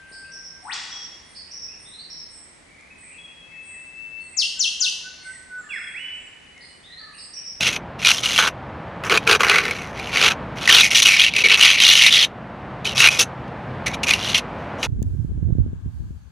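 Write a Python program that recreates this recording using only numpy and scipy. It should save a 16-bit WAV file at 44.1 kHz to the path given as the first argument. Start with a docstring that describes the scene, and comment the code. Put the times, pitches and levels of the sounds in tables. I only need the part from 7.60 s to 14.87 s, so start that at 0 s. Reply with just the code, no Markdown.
"""A steel trowel scrapes wet mortar into a stone wall, outdoors, over a distant rumble and a faint hum.
It starts with quick strokes: sand grains catch under the blade and make the steel ring briefly.
From 1.4 s the blade bears on stone and sounds hollow. From 3 s comes a loud, brighter run of strokes.
After a pause, a short group follows at 5.2 s, then mostly lighter strokes from 6.3 s to the end.
Coarse grains crack along the way, and the loudest ones overload and flatten the sound's peaks."""
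import sys
import numpy as np
from scipy import signal
from scipy.fft import rfft, irfft
from scipy.io import wavfile
from scipy.ndimage import uniform_filter1d

SR = 44100
rng = np.random.default_rng(int(sys.argv[2]) if len(sys.argv) > 2 else 0)


def transcribe(u):
    """Save the signal u as a 16-bit wav file named by the first command-line argument.

    u: samples, shape (n,) or (channels, n), limited to [-1, 1]; the rate is SR.
    q: integer samples, one column per channel.
    """
    v = np.clip(np.atleast_2d(u).T, -1, 1)
    q = np.round(v * 32767).astype(np.int16)
    wavfile.write(sys.argv[1], SR, q)


N = 320607
TIME = np.arange(N) / SR

# Tone of the distant rumble: pitch_hz, level_db
RUMBLE_TONE = [(15, -58), (55, -6), (100, -5), (195, -3), (300, -9), (400, -12), (570, -8.5), (850, -9.5),
               (1800, -18.5), (2800, -27), (4000, -36.5), (7000, -52.5), (9500, -58), (15000, -79)]
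# The background level sinks and recovers over time: time_s, level_db
RUMBLE_LEVELS = [(0, -35), (.6, -37.5), (1.6, -33), (2, -36), (2.8, -31.5), (3.6, -39), (4.7, -38),
                 (5.3, -33.5), (5.8, -34.5), (6.4, -31), (6.7, -32.5), (7.27, -30.5)]
# How the hum of a far engine rises and falls: time_s, level_db
HUM_LEVELS = [(0, -46.5), (4.4, -62.5), (5.4, -37.5), (5.7, -47), (6.2, -38), (6.6, -62)]
# Strokes of the trowel. The swell runs from start to end; hollow, knock, sand and ring are shares:
# start_s, length_s, pressure_db, swell_db, hollow_db, knock_db, sand_db, pitch_hz, ring_db
STROKES = [(0, 0.11, -23, -13, -13, -38, -7.5, 2980, -7),
           (0.064, 0.023, -18, -1, -13, -15, -6.5, 2740, -10),
           (0.097, 0.067, -30.5, 8, -9, -22, -5, 2650, -3.5),
           (0.385, 0.063, -29.5, 13, -12, -23, -9, 2630.0, -19),
           (0.452, 0.062, -12, -1, -12, -42, -7.5, 2710, -24),
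           (0.517, 0.091, -28.5, -11, -13, -19, -0.5, 3200, -19),
           (0.62, 0.15, -23, -0.5, -11.5, -24, -6, 2960, -19),
           (0.781, 0.026, -15, 1, 0.5, -23, -7, 2970, -23),
           (0.819, 0.064, -19.5, -0.5, 0.5, -16, -8, 3000, -18),
           (1.443, 0.038, -37.5, -3, 11.5, 1.5, 1, 2620.0, -23),
           (1.497, 0.068, -17.5, 6.5, -0.5, -6, -12.5, 2590, -22),
           (1.593, 0.08, -44, 11, -8, -8, -12, 2750, -22),
           (1.663, 0.096, -20, 3.5, 1.5, -4, -8.5, 2570, -20),
           (1.793, 0.086, -24.5, -5, 3.5, -7.5, -8, 2330, -16),
           (1.882, 0.122, -19.5, -3.5, -2, -12, -14, 2230, -10),
           (1.998, 0.14, -30, -2, -3, -6.5, -12.5, 2230, -19),
           (2.136, 0.23, -40.5, -23, -5.5, -16, -10, 2310.0, -13),
           (2.336, 0.22, -34, 7, -11, -13, -11.5, 2520, -23),
           (2.523, 0.16, -17.5, 10, -8, -18, -11, 2730, -15),
           (2.696, 0.027, -22, 0.5, -1, -31, -8.5, 2700, -4),
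           (2.952, 0.18, -30, 18, -7, -14, -8.5, 2820, -13),
           (3.077, 0.13, -10, 3, -12, -27.5, -9.5, 3110, -10),
           (3.211, 0.072, -16.5, -16, -20.5, -35, -6, 2710, -8),
           (3.303, 0.041, -19.5, -11, -14, -24.5, -5, 2700, -8),
           (3.343, 0.056, -12.5, 0.5, -20.5, -40.5, -4, 3040, -8.5),
           (3.418, 0.019, -12, -0.5, -19.5, -39.5, -3, 3180, -10),
           (3.447, 0.076, -14, -8, -15.5, -36, -6.5, 2760, -5),
           (3.504, 0.15, -17, -7, -18, -48, -10, 2620, -12),
           (3.587, 0.1, -12, -10, -21.5, -47, -13, 2780, -6),
           (3.692, 0.06, -33, 0, -20, -28, -16, 2870, -13.5),
           (3.744, 0.073, -19.5, 6, -17.5, -21.5, -10.5, 2665, -5),
           (3.835, 0.034, -15, 1.5, -17.5, -16.5, -12.5, 2550, 2),
           (3.89, 0.068, -11.5, -2.5, -14.5, -25.5, -15, 2735, -6.5),
           (3.964, 0.033, -21.5, 6.5, -7, -22, -3.5, 2640.0, -8),
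           (3.995, 0.16, -10.5, -7, -16.5, -40, -11.5, 2850, -14.5),
           (4.15, 0.037, -23.5, 27, -26, -37, -14.5, 2730, -14.5),
           (4.201, 0.19, -11.5, -4, -18, -44, -7.5, 3146, -9),
           (4.389, 0.1, -10, 1, -22, -50, -11, 2810, -14),
           (4.495, 0.15, -13.5, -0.5, -21.5, -33, -10.5, 3230, -9.5),
           (5.245, 0.085, -26.5, -10, -14.5, -14.5, -8.5, 3110, -7),
           (5.345, 0.075, -21.5, 18, -9.5, -26, -2.5, 2930, -5.5),
           (5.411, 0.056, -13, 8, -8, -30, -9.5, 2630, -3),
           (5.499, 0.079, -25.5, -1.5, -12, -33, -4, 2730, -7.5),
           (5.587, 0.041, -20, -6, -10, -14, 2, 3010, -3),
           (6.26, 0.027, -23.5, -12, -11, -21, -5.5, 2350, -3),
           (6.296, 0.048, -39, -7, -15, -20, -10, 2360, -7),
           (6.329, 0.012, -32, 12, -10, -16, -5.5, 2420, -1),
           (6.43, 0.012, -22, -3, -13, -14, -4.5, 2620, -7),
           (6.46, 0.1, -21.5, -8.5, -12, -24, -6.5, 2580, -8),
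           (6.539, 0.19, -29, 10, -11.5, -20, -8, 3040, -17),
           (6.741, 0.045, -18, -2.5, -17, -35, -7, 2920, -5.5),
           (6.98, 0.075, -61, 0, -10, -15, -7, 3200, -6), (7.18, 0.056, -47, 8.5, -12, -15, -1, 3220, -5),
           (7.226, 0.024, -24.5, 5.5, -8, -18, -5.5, 2820, -8)]
# Bites of the edge on coarse grains: start_s, level_db, pitch_hz
BITES = [(0.4482, -1, 2500), (0.4604, -4, 2490), (0.504, -4, 2740), (0.5816, -13, 3150), (0.6579, -6, 2960),
         (0.7605, -7, 2750), (0.778, 0, 3220), (0.8, -6.5, 3380), (1.4374, -14.5, 1650),
         (1.497, -6.5, 2160), (1.5743, -1, 2490), (1.6749, -0.5, 2350), (1.699, -6, 2620),
         (1.7124, 1.5, 1510), (1.7284, 0.5, 2520), (1.7494, -2, 2430), (1.7988, -15, 1900),
         (1.8332, -2, 2020), (1.884, -6, 1590), (1.8973, 2.5, 2430), (1.958, -4, 2210), (1.9844, -6, 2250),
         (2.0534, -10.5, 2060), (2.1101, -8.5, 2220), (2.396, -18.5, 2400), (2.5716, -2, 2300),
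         (2.6254, -6.5, 2430), (3.056, -12, 2600), (3.0762, 0, 1900), (3.0936, 3, 1730), (3.2085, -2, 2440),
         (3.2944, -19, 2680), (3.313, -7, 2220), (3.3527, -5, 2830), (3.4552, -1.5, 2590),
         (3.488, 0.5, 2560), (3.7374, -9.5, 2420), (3.7636, -2.5, 2610), (3.862, -6, 2500),
         (3.8856, -3, 2800), (4.2018, 2, 2710), (4.2501, 2, 3690), (4.3535, 2, 3100), (4.4638, 0, 3680),
         (5.253, -10.5, 2580), (5.3795, -1, 3050), (5.4031, 4, 2580), (5.4728, 2.5, 2360),
         (5.4868, 0, 2440), (5.5919, -7, 3350), (5.8794, -36, 1740), (6.2646, -12, 2290),
         (6.4333, -8, 2650), (6.5075, -0.5, 2390), (6.5361, -2, 2750), (6.7458, -1, 3060),
         (7.2297, -10, 2580)]
# Tone of the scraping blade: pitch_hz, level_db
BLADE_TONE = [(600, -42), (1400, -24), (1650, -11.5), (1850, -1), (2700, -3.5), (3300, -4.5), (4000, -2.5),
              (4600, -4), (5200, -12.5), (6500, -42), (9000, -45)]
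# Hollow tone of the stone: pitch_hz, level_db
STONE_TONE = [(200, -41), (450, -14.5), (720, -8), (950, -4), (1250, 3.5), (1550, 4), (1900, -3.5),
              (2600, -0.5), (5000, -35)]
# Low knock of the whole tool: pitch_hz, level_db
KNOCK_TONE = [(170, -33), (290, -9.5), (370, 1.5), (460, 5), (530, -4), (650, -24), (1200, -42.5)]
# Fizz of the fine sand: pitch_hz, level_db
SAND_TONE = [(2500, -37), (4400, -6), (5100, -2), (5750, 1.5), (6400, -0.5), (7100, -4.5), (8500, -10.5),
             (9200, -5), (10500, -8), (12000, -11), (13200, -24), (15500, -37)]
# Notes of the blade, damped by mortar (a wider note dies sooner): pitch_hz, width_hz, level_db
STEEL_NOTES = [(2220, 34, -4.5), (2580, 60, -6), (2920, 15, -2.5), (3430, 81, -9), (3790, 18.6, 6.5),
               (4360, 41, -7), (3990, 60, -8), (5730, 44, -2.5), (9400, 260, -20)]
# Stereo side signal, relative to what left and right share: pitch_hz, level_db
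SIDE_TONE = [(700, -39), (2200, -73), (4400, -38), (8100, -21), (10500, -24), (12500, 2.5), (15000, 4.5)]


def gain_of(db):
    """Turns decibels into a factor to multiply by."""
    return 10 ** (np.asarray(db) / 20)


def evened(x):
    """Scales a signal to an average (rms) level of 1."""
    return x / np.sqrt(np.mean(x ** 2) + 1e-20)


def add(mix, start_s, sound):
    """Lays a sound into the mix at start_s."""
    part = mix[max(round(start_s * SR), 0):][:len(sound)]
    part += sound[:len(part)]


def convolve(x, response):
    """Passes x through a filter or echo and keeps its length."""
    return signal.oaconvolve(x, response)[:len(x)]


def tone_filter(tone, size=4096):
    """Turns a tone table into a filter that sounds only after it is struck."""
    hz, db = np.transpose(tone)
    bins_hz = abs(np.fft.fftfreq(size, 1 / SR)) + 1
    log_gain = np.log(gain_of(np.interp(np.log(bins_hz), np.log(hz), db)))
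    return np.fft.ifft(np.exp(np.conj(signal.hilbert(log_gain)))).real


def resonate(x, hz, width_hz):
    """Lets x ring at a pitch that may move."""
    turn = np.exp(2j * np.pi * np.cumsum(hz * np.ones(len(x))) / SR)
    decay = np.exp(-np.pi * width_hz / SR)
    return 2 * (turn * signal.lfilter([1 - decay], [1, -decay], x / turn + 1e-18)).real


def wander(per_s):
    """A smooth random curve of level 1 that changes up to about per_s times a second."""
    t = TIME[::64]
    spectrum = rfft(rng.standard_normal(len(t))) / (1 + (np.fft.rfftfreq(len(t), t[1]) / per_s) ** 4)
    return np.interp(TIME, t, evened(irfft(spectrum, len(t))))


def background(rumble_db=1, hum_hz=130):
    """Low noise rumbles in the distance, and a far engine hums on one wavering note."""
    rumble = evened(convolve(rng.standard_normal(N), tone_filter(RUMBLE_TONE)))
    rumble *= gain_of(rumble_db + np.interp(TIME, *np.transpose(RUMBLE_LEVELS)))
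    pitch_hz = hum_hz * (1 + 0.0025 * wander(8))
    hum = evened(np.sin(2 * np.pi * np.cumsum(pitch_hz) / SR))
    return rumble + hum * gain_of(np.interp(TIME, *np.transpose(HUM_LEVELS)) + 1.3 * wander(4.6))


def echoes(sound, decay_s, size):
    """Hard surfaces send back a cloud of fading echoes after a short gap."""
    samples = np.arange(size)
    cloud = rng.standard_normal(size) * np.exp(-samples / SR / decay_s) * (samples > size // 64)
    return convolve(sound, cloud / np.linalg.norm(cloud))


def hand_motion(attack_s=0.003, attack_share=0.09, arch_db=2, lift_s=0.01, octaves_per_db=0.0133):
    """The hand's strokes as curves over time: pressure, hollow, knock, sand, pitch and ring."""
    power, curves = np.zeros(N), np.zeros((5, N))
    for start, length, db, swell_db, hollow_db, knock_db, sand_db, hz, ring_db in STROKES:
        t = np.arange(round((length + 4 * lift_s) * SR)) / SR
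        progress = np.minimum(t / length, 1)
        push_db = swell_db * (progress - .5) + arch_db * (np.sin(np.pi * progress) - .5)
        ease_in = np.minimum(t / (attack_s + attack_share * length), 1)
        lift_off = np.exp(-(np.maximum(t - length, 0) / lift_s) ** 2)
        pitch_hz = hz * 2 ** (octaves_per_db * push_db)  # pressing harder raises the pitch
        weight = (ease_in * lift_off * gain_of(db + push_db)) ** 2
        add(power, start, weight)
        # where strokes overlap, the stronger one counts more
        for curve, value in zip(curves, (hollow_db, knock_db, sand_db, pitch_hz, ring_db)):
            add(curve, start, weight * value)
    touching = power > 0
    blended = [np.interp(TIME, TIME[touching], curve[touching] / power[touching]) for curve in curves]
    return np.sqrt(power), *blended


def grains(per_s, spread_db):
    """Sand grains click at random: many small, a few large."""
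    size = gain_of(spread_db * np.minimum(rng.exponential(1, N), 5))
    return evened(size * rng.choice([-1, 1], N) * (rng.random(N) < per_s / SR))


def steadied(x, size=800):
    """Evens out the scrape's loudness over about 20 ms, however the single grains fall."""
    return x / np.sqrt(uniform_filter1d(uniform_filter1d(x ** 2, size), size // 2) + 1e-9)


def steel_ring(force, drift=0.0043):
    """The blade rings at its own notes, which shift as the contact point slides."""
    return sum(gain_of(db) * resonate(force, hz * (1 + drift * wander(5.3)), width_hz)
               for hz, width_hz, db in STEEL_NOTES)


def chirping(force, hz, spread, width_hz):
    """Three points of the edge touch in turn, each tuning the blade in its own shifting way."""
    return sum(resonate(force * gain_of(3.2 * wander(100)), hz * np.exp(spread * wander(51.5)), width_hz)
               for _ in range(3))


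def sticking(stick_s=0.0063, depth=0.12):
    """Just before each bite the edge is held fast and the scrape dips a little."""
    held = np.zeros(N)
    dip = signal.windows.hann(round(2 * stick_s * SR))
    for start_s, *_ in BITES:
        add(held, start_s - 2 * stick_s, dip)
    return 1 - depth * np.minimum(held, 1)


def bites(motion, level_db=-1, crumble_s=0.0036, crumble_db=-14, stone_db=-5, sand_db=-14, ring_db=-5):
    """Each coarse grain cracks under the edge and crumbles, as hollow as the stroke it falls in."""
    cracks, t = np.zeros(N), np.arange(SR // 16) / SR
    blade, stone, sand = map(tone_filter, (BLADE_TONE, STONE_TONE, SAND_TONE))
    for start_s, db, hz in BITES:
        hollow_db = np.interp(start_s + 0.003, TIME, motion[1])
        crumbs = gain_of(crumble_db) * rng.standard_normal(len(t)) * np.exp(-t / crumble_s)
        force = (t == 0) + crumbs  # one sharp click comes first
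        tick = convolve(force, blade)
        crack = evened(0.12 * tick + resonate(tick, hz, width_hz=160))
        crack += gain_of(stone_db + hollow_db) * evened(convolve(force, stone))
        crack += gain_of(sand_db) * evened(convolve(force, sand))
        add(cracks, start_s, gain_of(level_db + db) * crack / abs(crack).max())
    return cracks + gain_of(ring_db) * steel_ring(cracks)


def scrape(motion, slip_db=3.5, dig_db=-20, judder_db=1.66, free_ratio=0.93, zing_hz=5950):
    """The blade sticks and slips over sand, whose grains sound the steel, the stone and a fine fizz."""
    pressure, hollow_db, knock_db, sand_db, blade_hz, ring_db = motion
    shake_db = judder_db + np.minimum(gain_of(hollow_db), 1)  # the tool shakes more on stone
    judder = gain_of(shake_db * np.minimum(wander(52), 1.5))
    slips = gain_of(slip_db * wander(270))
    digging = np.clip(pressure / gain_of(dig_db), .35, 1)  # a light touch glides over coarse grains
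    coarse = digging * grains(per_s=1800, spread_db=0.5)
    on_blade, on_stone, on_sand = (slips * (coarse + 0.96 * grains(per_s=5000, spread_db=4))
                                   for _ in range(3))
    ring = gain_of(7 + ring_db) * steel_ring(on_blade)
    blade = convolve(on_blade + ring, tone_filter(BLADE_TONE))
    blade = 0.41 * blade + chirping(blade, blade_hz, spread=0.11, width_hz=310)
    # the note that the contact leaves most free sings, drifting as the edge digs in
    free_hz = free_ratio * blade_hz * (1 + .05 * digging ** 2 * wander(9))
    singing = resonate(on_blade, free_hz * (1 + .016 * digging * wander(70)), width_hz=35)
    singing = resonate(singing, free_hz, width_hz=450)
    stone = convolve(on_stone, tone_filter(STONE_TONE))
    knock = convolve(on_stone, tone_filter(KNOCK_TONE))
    sand = convolve(on_sand + ring, tone_filter(SAND_TONE))
    sand = 0.7 * sand + chirping(sand, zing_hz, spread=0.077, width_hz=180)
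    layers = [(blade, -1), (singing, ring_db), (stone, hollow_db),
              (knock, knock_db), (sand, sand_db - 1.03)]
    friction = sum(gain_of(db) * steadied(layer) for layer, db in layers)
    return sticking() * pressure * judder * friction


def scene(wall_db=-12, yard_db=-33):
    """Mixes the trowel, its echoes off the wall and the yard, and the background in stereo."""
    motion = hand_motion()
    trowel = scrape(motion) + bites(motion)
    wall = gain_of(wall_db) * echoes(trowel, decay_s=0.01, size=2048)
    yard = gain_of(yard_db) * echoes(trowel, decay_s=0.026, size=12000)
    mid = trowel + wall + yard + background()
    # the fine fizz reaches left and right out of step
    side = convolve(mid, np.pad(tone_filter(SIDE_TONE), (31, 0)))
    return np.array([mid + side, mid - side])


def record(dry, cutoff_hz=15600):
    """Flattens peaks that overload, then cuts off the highest treble."""
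    flattened = dry / (1 + dry ** 8) ** (1 / 8)
    low_pass = signal.firwin(511, cutoff_hz, window=("kaiser", 9), fs=SR)
    return signal.oaconvolve(flattened, low_pass[None], "same")


dry = scene()
out = record(dry)
transcribe(out)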